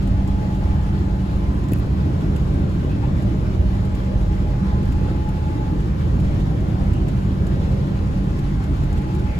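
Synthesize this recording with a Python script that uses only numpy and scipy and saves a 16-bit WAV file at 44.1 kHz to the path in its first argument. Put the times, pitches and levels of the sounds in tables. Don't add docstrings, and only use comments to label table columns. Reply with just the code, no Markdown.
import sys
import numpy as np
from scipy import signal
from scipy.fft import rfft, irfft, next_fast_len
from scipy.io import wavfile
from scipy.ndimage import uniform_filter1d

SR = 44100
rng = np.random.default_rng(int(sys.argv[2]) if len(sys.argv) > 2 else 0)


def wav_out(sig):
    wavfile.write(sys.argv[1], SR, np.round(np.clip(np.atleast_2d(sig).T, -1, 1) * 32767).astype(np.int16))


N = 414099
T = np.arange(N) / SR
HZ = np.fft.rfftfreq(N, 1 / SR)

# (frequency [Hz], relative density [dB])
FLOOR_SPECTRUM = [(15, -14), (35, -26), (43, -16.5), (47, 4), (53, -6.5), (63, 0.3), (73, -5.5), (83, -0.5),
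                  (93, -13.5), (130, -29), (400, -120)]
PANEL_SPECTRUM = [(60, -49), (97, 0.5), (130, -0.5), (170, -3.5), (184, -7.5), (207, -7.5), (224, -16),
                  (330, -38), (900, -120)]
WHEEL_SPECTRUM = [(120, -31), (200, -15), (240, 0.5), (275, -3), (322, -0.5), (390, -7.5), (460, -11),
                  (600, -12), (720, -18.5), (830, -15), (950, -29.5), (1500, -38), (4000, -120)]
AIR_SPECTRUM = [(500, -35), (850, -2), (1030, 1), (1300, -3), (1900, -7), (2350, -10.5), (2950, -12),
                (4200, -16), (5200, -19), (7700, -25.5), (8500, -25.5), (12000, -30), (15400, -38.5),
                (16200, -52.5)]
# (time [s], extra level [dB]), with a shared rise and fall
FLOOR_BOOMS = [(.17, 3), (3.6, 2), (4.27, 1.5), (4.93, 4.5), (6.3, 4), (6.93, 3.5), (8.08, 2), (8.85, 2)]
BOOM_S = 0.12
# (time [s], floor level change [dB]), shared fall and rise
RUMBLE_LULLS = [(.5, -5), (1.24, -5), (1.61, -2.5), (2.9, -5.5), (5.5, -1.5), (7.22, -2.5), (7.34, -1),
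                (7.88, -5), (9.03, -4)]
LULL_S = 0.049
# (roughest time [s], rise [s], fall [s], shaking before each source's share [dB])
ROUGH_STRETCHES = [(2.1, .4, 0.83, 1.8), (3.2, 0.27, 0.26, 2.5), (4.83, 0.41, 0.24, 1.5),
                   (6.32, 0.43, 0.16, 2), (7.3, 1, 0.87, 2.5)]
# (multiple of shaft speed [1], level [dB])
HUM_ORDERS = [(3, -37.5), (4, -34), (6, -45)]
# (start [s], end [s], multiple of shaft speed [1], added level [dB])
ORDER_SWELLS = [(0.095, 0.7, 4, -31.5), (1.0, 1.49, 4, -33), (2, 3.6, 3, -45.5), (2.85, 5, 4, -37.5),
                (6.5, 7.2, 4, -37), (7.1, 9.1, 3, -37.5), (7.5, 8.42, 4, -35.5), (.1, 3.3, 6, -45.5)]
SHAFT_HZ = 47.94
# (time [s], length [s], centre [Hz], width [Hz], level [dB])
GEAR_RUBS = [(.02, .2, 2200, 3200, -50), (.6, 2.1, 680, 220, -44.5), (2.4, 0.75, 356, 130, -38.5),
             (2.92, 0.065, 2600, 350, -48), (3.038, .04, 900, 190, -35), (3.057, 0.053, 2500, 700, -49),
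             (3.1, .14, 950, 900, -42), (3.388, 0.092, 480, 130, -39), (4.124, 0.29, 528, 91, -38.5),
             (4.68, 0.22, 1390, 900, -44.5), (4.803, .3, 3400, 2500, -56), (5.2, 0.61, 480, 200, -43),
             (5.547, 0.18, 298, 100, -30.5), (6.356, 0.18, 1500, 1300, -51), (6.36, .15, 560, 400, -39),
             (6.65, .12, 560, 200, -37), (6.7, .2, 1800, 900, -57), (6.787, .16, 690, 250, -39),
             (6.974, 0.12, 2820, 500, -50.5), (7.595, 0.098, 520, 90, -40), (9.004, .35, 2400, 1400, -54),
             (9.33, 0.16, 2240, 500, -45)]
RING_HZ, RING_WIDTH_HZ = 1018, 33
# (start [s], end [s], starting level [dB], growth [dB/s])
WHINE_SWELLS = [(.05, 0.45, -46, 14), (0.45, 1.5, -40.4, -6.3), (1.98, 2.25, -51, 10),
                (3.68, 5.74, -48.2, 4.4), (8.15, 8.85, -49, -5), (8.85, 9.39, -44.5, 4)]
# (time [s], frequency [Hz])
WHINE_PITCH = [(0, 834), (.45, 845), (1.15, 850), (2.1, 845), (3.8, 835), (4.5, 838), (5.1, 844.5),
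               (5.4, 849.5), (5.75, 854), (8.1, 836), (8.8, 838), (9.4, 843)]
SECOND_MOTOR_HZ = 12
# (time [s], relative burst level [dB])
CLEAR_TICKS = [(0.0737, -43.5), (0.2748, -42.5), (0.5477, -46), (0.833, -48), (1.3583, -50), (1.6841, -44),
               (1.718, -42), (2.2074, -46), (2.3616, -40), (3.2226, -45), (3.8511, -47), (3.9484, -46),
               (4.8539, -48), (4.9222, -43), (5.2884, -44), (6.1988, -45), (6.3984, -46), (6.9336, -44),
               (7.0833, -41.5), (7.4669, -42.5), (8.3888, -44), (8.6393, -44.5), (8.8355, -46),
               (8.928, -44), (8.9755, -44.5), (9.1487, -45)]
# (weakest [dB], strongest [dB]), relative burst levels
FAINT_TICK_RANGE = (-56, -48)
# (frequency [Hz], relative level [dB])
TICK_SPECTRUM = [(1000, -2), (2800, 5), (6000, -7), (6750, -2), (7200, 0), (7700, -2.5), (11000, -6),
                 (15400, -13), (16500, -29)]
# (start [s], end [s], pitch [Hz], starting level [dB], growth [dB/s],
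# roughness [0-1], left minus right [dB], phase by which left leads [rad])
WHEEL_SONGS = [(1.41, 1.72, 1027, -45.5, 6, .3, -3, -2.2), (3.12, 4.55, 620, -47, -1.6, .4, 8, -1.5),
               (4.66, 4.79, 1020, -42.5, 0, .6, 1, 2.2), (7.92, 8.2, 1010, -46.5, -10, .6, 4, 2.2)]
# (time [s], relative peak [dB], pitch [Hz])
BODY_KNOCKS = [(1.7195, -23, 400), (1.7233, -8.5, 225), (1.734, -6.5, 80), (2.849, -13, 219),
               (3.056, -11, 110), (3.075, -17, 267), (5.115, -13, 231), (6.325, -16, 240),
               (7.594, -19, 220), (8.837, -16.5, 259)]
# (time [s], relative level [dB])
PLASTIC_SNAPS = [(1.7236, -29), (1.7351, -18.5), (1.763, -37), (1.776, -36), (1.7874, -32), (1.799, -32.5)]
# (frequency [Hz], relative level [dB])
SNAP_SPECTRUM = [(1000, -10), (2700, -5), (5000, -4), (7500, -4), (9300, 1), (11200, 5), (15400, 1),
                 (17000, -9)]
# (frequency [Hz], likeness [0-1])
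PORT_LIKENESS = [(60, .989), (120, .97), (190, .9), (300, .8), (420, .72), (530, 0), (700, 0), (800, .45),
                 (1050, .5), (1700, .4), (2100, .2), (2300, 0), (6350, 0), (6800, .95)]
# (frequency [Hz], phase by which left leads [rad])
PORT_LEAD = [(40, .22), (65, .27), (100, .18), (220, .12), (350, .6), (560, 1.1), (850, 1.7), (1020, 3.75),
             (2000, 4.1)]
# (frequency [Hz], left minus right [dB])
PORT_BALANCE = [(60, -1.6), (150, -.8), (290, 0), (370, -2.5), (540, 4), (850, 2), (1020, .5), (1400, 2.7),
                (2200, .7), (8000, 0)]
PORT_LAG_S = .00022
EDGE_HZ = 16500


def gain_of(db):
    return 10 ** (np.asarray(db) / 20)


def evened(x):
    return x / np.sqrt(np.mean(x ** 2) + 1e-20)


def read(points, hz=HZ):
    f, value = np.transpose(points)
    return np.interp(np.log(hz + 1), np.log(f + 1), value)


def coloured(x, gain):
    size = next_fast_len(N)
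    hz = np.fft.rfftfreq(size, 1 / SR)
    return irfft(rfft(x, size) * np.interp(hz, HZ, gain), size)[..., :N]


def drift(rate_hz):
    knots = rng.standard_normal(4000)
    knots = uniform_filter1d(uniform_filter1d(knots, size=4), size=4)
    return evened(np.interp(T * rate_hz * 8, np.arange(4000), knots))


def swell(peak_s, rise_s, fall_s):
    away = (T - peak_s) / np.where(T < peak_s, rise_s, fall_s)
    return np.exp(-np.minimum(away ** 2, 20))


def held(start_s, end_s, db, db_per_s, edge_s):
    gate = (1 + np.tanh(np.minimum(T - start_s, end_s - T) / edge_s)) / 2
    return gate * gain_of(db + db_per_s * (np.clip(T, start_s, end_s) - start_s))


def noise(db):
    return evened(coloured(rng.standard_normal((2, N)), gain_of(db)))


def band(hz, width_hz):
    offset = (HZ - hz) / (0.63 * width_hz)
    return noise(-20 * np.log10(1 + offset ** 2))


def steadied(x, steadiness):
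    power = uniform_filter1d(uniform_filter1d(x ** 2, size=4000), size=3000)
    return evened(x / power ** (min(steadiness, 1) / 2))


def patchy(x, patchy_db):
    z = signal.stft(x, nperseg=1024, noverlap=768)[2]
    patches = rng.standard_normal(z.shape[1:])
    patches = uniform_filter1d(patches, size=4, axis=0)
    patches = evened(uniform_filter1d(patches, size=14, axis=1))
    x = signal.istft(z * gain_of(patchy_db * patches), nperseg=1024, noverlap=768)[1]
    return evened(x[:, :N])


def placed(hz, lean_db, lead):
    phase = 2 * np.pi * (np.cumsum(hz) / SR + rng.random())
    lean = gain_of(lean_db / 2)
    return np.sqrt(2) * np.array([lean * np.cos(phase), np.cos(phase - lead) / lean])


def tone(hz, db):
    centre = np.mean(hz)
    return gain_of(db) * placed(hz, read(PORT_BALANCE, centre), read(PORT_LEAD, centre))


def bursts(rows, colour, decay_s):
    envelope = np.zeros(N)
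    for s, db in rows:
        start = round(s * SR)
        since = T[start:][:SR // 10] - start / SR
        envelope[start:][:len(since)] += gain_of(db) * np.exp(-since / decay_s)
    return noise(read(colour)) * envelope


def shaking():
    return sum(db * swell(s, rise, fall) for s, rise, fall, db in ROUGH_STRETCHES)


def rumble(floor_db=-20.5, floor_db_per_s=-0.2, surge_db=0.74, panels_db=-24.5,
           panels_follow=1.16, panels_lull=0.37, steadiness=0.47):
    booms = sum(db * swell(s, BOOM_S, BOOM_S) for s, db in FLOOR_BOOMS)
    lulls = sum(db * swell(s, LULL_S, LULL_S) for s, db in RUMBLE_LULLS)
    floor_level = floor_db + floor_db_per_s * T + booms + lulls + surge_db * drift(7.4)
    panels_level = panels_db + panels_follow * shaking() + panels_lull * lulls
    floor = steadied(noise(read(FLOOR_SPECTRUM)), steadiness) * gain_of(floor_level)
    panels = steadied(noise(read(PANEL_SPECTRUM)), steadiness) * gain_of(panels_level)
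    return floor + panels


def carriage(x, ripple_db=.9, fade_hz=6000):
    knots_hz = np.arange(0, SR / 2, 10)
    depth_db = ripple_db / (1 + (HZ / fade_hz) ** 4)
    sides = []
    for side in x:
        ripple = evened(np.interp(HZ, knots_hz, rng.standard_normal(len(knots_hz))))
        sides.append(coloured(side, gain_of(depth_db * ripple)))
    return evened(np.array(sides))


def rolling(wheels_db=-32, wheels_follow=0.89, wheels_db_per_s=-0.0042, air_db=-42, air_follow=0.032,
            air_db_per_s=0.05, flutter_db=0.7, roar_patchy_db=1.73, air_patchy_db=1.5):
    shake = shaking()
    wheels_level = wheels_db + wheels_db_per_s * T + wheels_follow * shake
    air_level = air_db + air_follow * shake + air_db_per_s * T + flutter_db * drift(16)
    wheels = patchy(noise(read(WHEEL_SPECTRUM)), roar_patchy_db)
    air = carriage(patchy(noise(read(AIR_SPECTRUM)), air_patchy_db))
    return wheels * gain_of(wheels_level) + air * gain_of(air_level)


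def compressor(wander=0.0055, waver_db=3, edge_s=0.22):
    speed, out = SHAFT_HZ * (1 + wander * drift(6)), 0
    for order, rest_db in HUM_ORDERS:
        swells = sum(held(start, end, db, 0, edge_s) for start, end, k, db in ORDER_SWELLS if k == order)
        out = out + tone(order * speed, waver_db * drift(18)) * (gain_of(rest_db) + swells)
    return out


def running_gear(ring_db=-54.5, steadiness=0.31):
    out = steadied(band(RING_HZ, RING_WIDTH_HZ), steadiness) * gain_of(ring_db)
    friction = rng.standard_normal((2, N))
    for s, length, hz, width_hz, db in GEAR_RUBS:
        near = abs(T - s) < 2 * length
        edges = [max(hz - width_hz / 2, hz / 2), hz + width_hz / 2]
        sos = signal.butter(2, edges, "bandpass", fs=SR, output="sos")
        rub = evened(signal.sosfilt(sos, friction[:, near]))
        out[:, near] += rub * gain_of(db) * swell(s, length / 2, length / 2)[near]
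    return out


def drive(second_db=-10, wander=0.0026, waver_db=2.2, throb=0.12, throb_hz=7.7, edge_s=0.06):
    hz = np.interp(T, *np.transpose(WHINE_PITCH))
    first = tone(hz * (1 + wander * drift(40)), waver_db * drift(40))
    second_hz = (hz - SECOND_MOTOR_HZ) * (1 + wander * drift(40))
    second = tone(second_hz, second_db + waver_db * drift(40))
    level = sum(held(start, end, db, growth, edge_s) for start, end, db, growth in WHINE_SWELLS)
    throbbing = 1 + throb * np.sin(2 * np.pi * throb_hz * T + drift(1.5))
    return (first + second) * level * throbbing


def trim(tick_db=0.3, count=24):
    faint = [(rng.uniform(0, T[-1]), rng.uniform(*FAINT_TICK_RANGE)) for _ in range(count)]
    return gain_of(tick_db) * bursts(CLEAR_TICKS + faint, TICK_SPECTRUM, decay_s=0.01)


def singing(wander=0.012, waver_db=6, edge_s=0.033):
    bend, waver, out = wander * drift(30), waver_db * drift(24), 0
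    for start, end, hz, db, growth, rough, lean_db, lead in WHEEL_SONGS:
        line = placed(hz * (1 + rough * bend), lean_db, lead) * evened(gain_of(rough * waver))
        out = out + line * held(start, end, db, growth, edge_s)
    return out


def knocks(knock_db=-1):
    out = np.zeros(N)
    for s, db, hz in BODY_KNOCKS:
        near = abs(T - s) < 2 / hz
        u = (np.pi * hz * (T[near] - s)) ** 2
        out[near] += gain_of(db + knock_db) * (2 * u - 1) * np.exp(-u)
    return out


def crackle(click_db=5.5, scatter_db=-13, ring_db=-12.5, ring_hz=2650, ring_s=0.0015):
    t, hits = T[:SR // 20], np.zeros(N)
    for s, db in PLASTIC_SNAPS:
        hits[round(s * SR)] = gain_of(db)
    click = coloured(hits, evened(gain_of(read(SNAP_SPECTRUM))))
    clunk = np.sin(2 * np.pi * ring_hz * t) * np.exp(-t / ring_s)
    ring = signal.oaconvolve(hits, clunk)[:N]
    scatter = bursts(PLASTIC_SNAPS, SNAP_SPECTRUM, decay_s=.0012)
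    return gain_of(click_db) * click + gain_of(ring_db) * ring + gain_of(scatter_db) * scatter


def ports(pair):
    same = np.clip(read(PORT_LIKENESS), 0, 1)
    lead = np.where(HZ < 4000, read(PORT_LEAD), np.pi - 2 * np.pi * HZ * PORT_LAG_S)
    shared = coloured(pair[0], same * np.exp(-1j * lead))
    own = coloured(pair[1], np.sqrt(1 - same ** 2))
    lean = gain_of(read(PORT_BALANCE) / 2)
    return np.array([coloured(pair[0], lean), coloured(shared + own, 1 / lean)])


def scene():
    through_ports = rumble() + rolling() + running_gear() + trim() + crackle()
    return ports(through_ports) + compressor() + drive() + singing() + knocks()


def record(dry):
    lowpass = signal.firwin(511, EDGE_HZ, window=("kaiser", 9), fs=SR)
    return signal.oaconvolve(dry, lowpass[None], "same")


dry = scene()
out = record(dry)
wav_out(out)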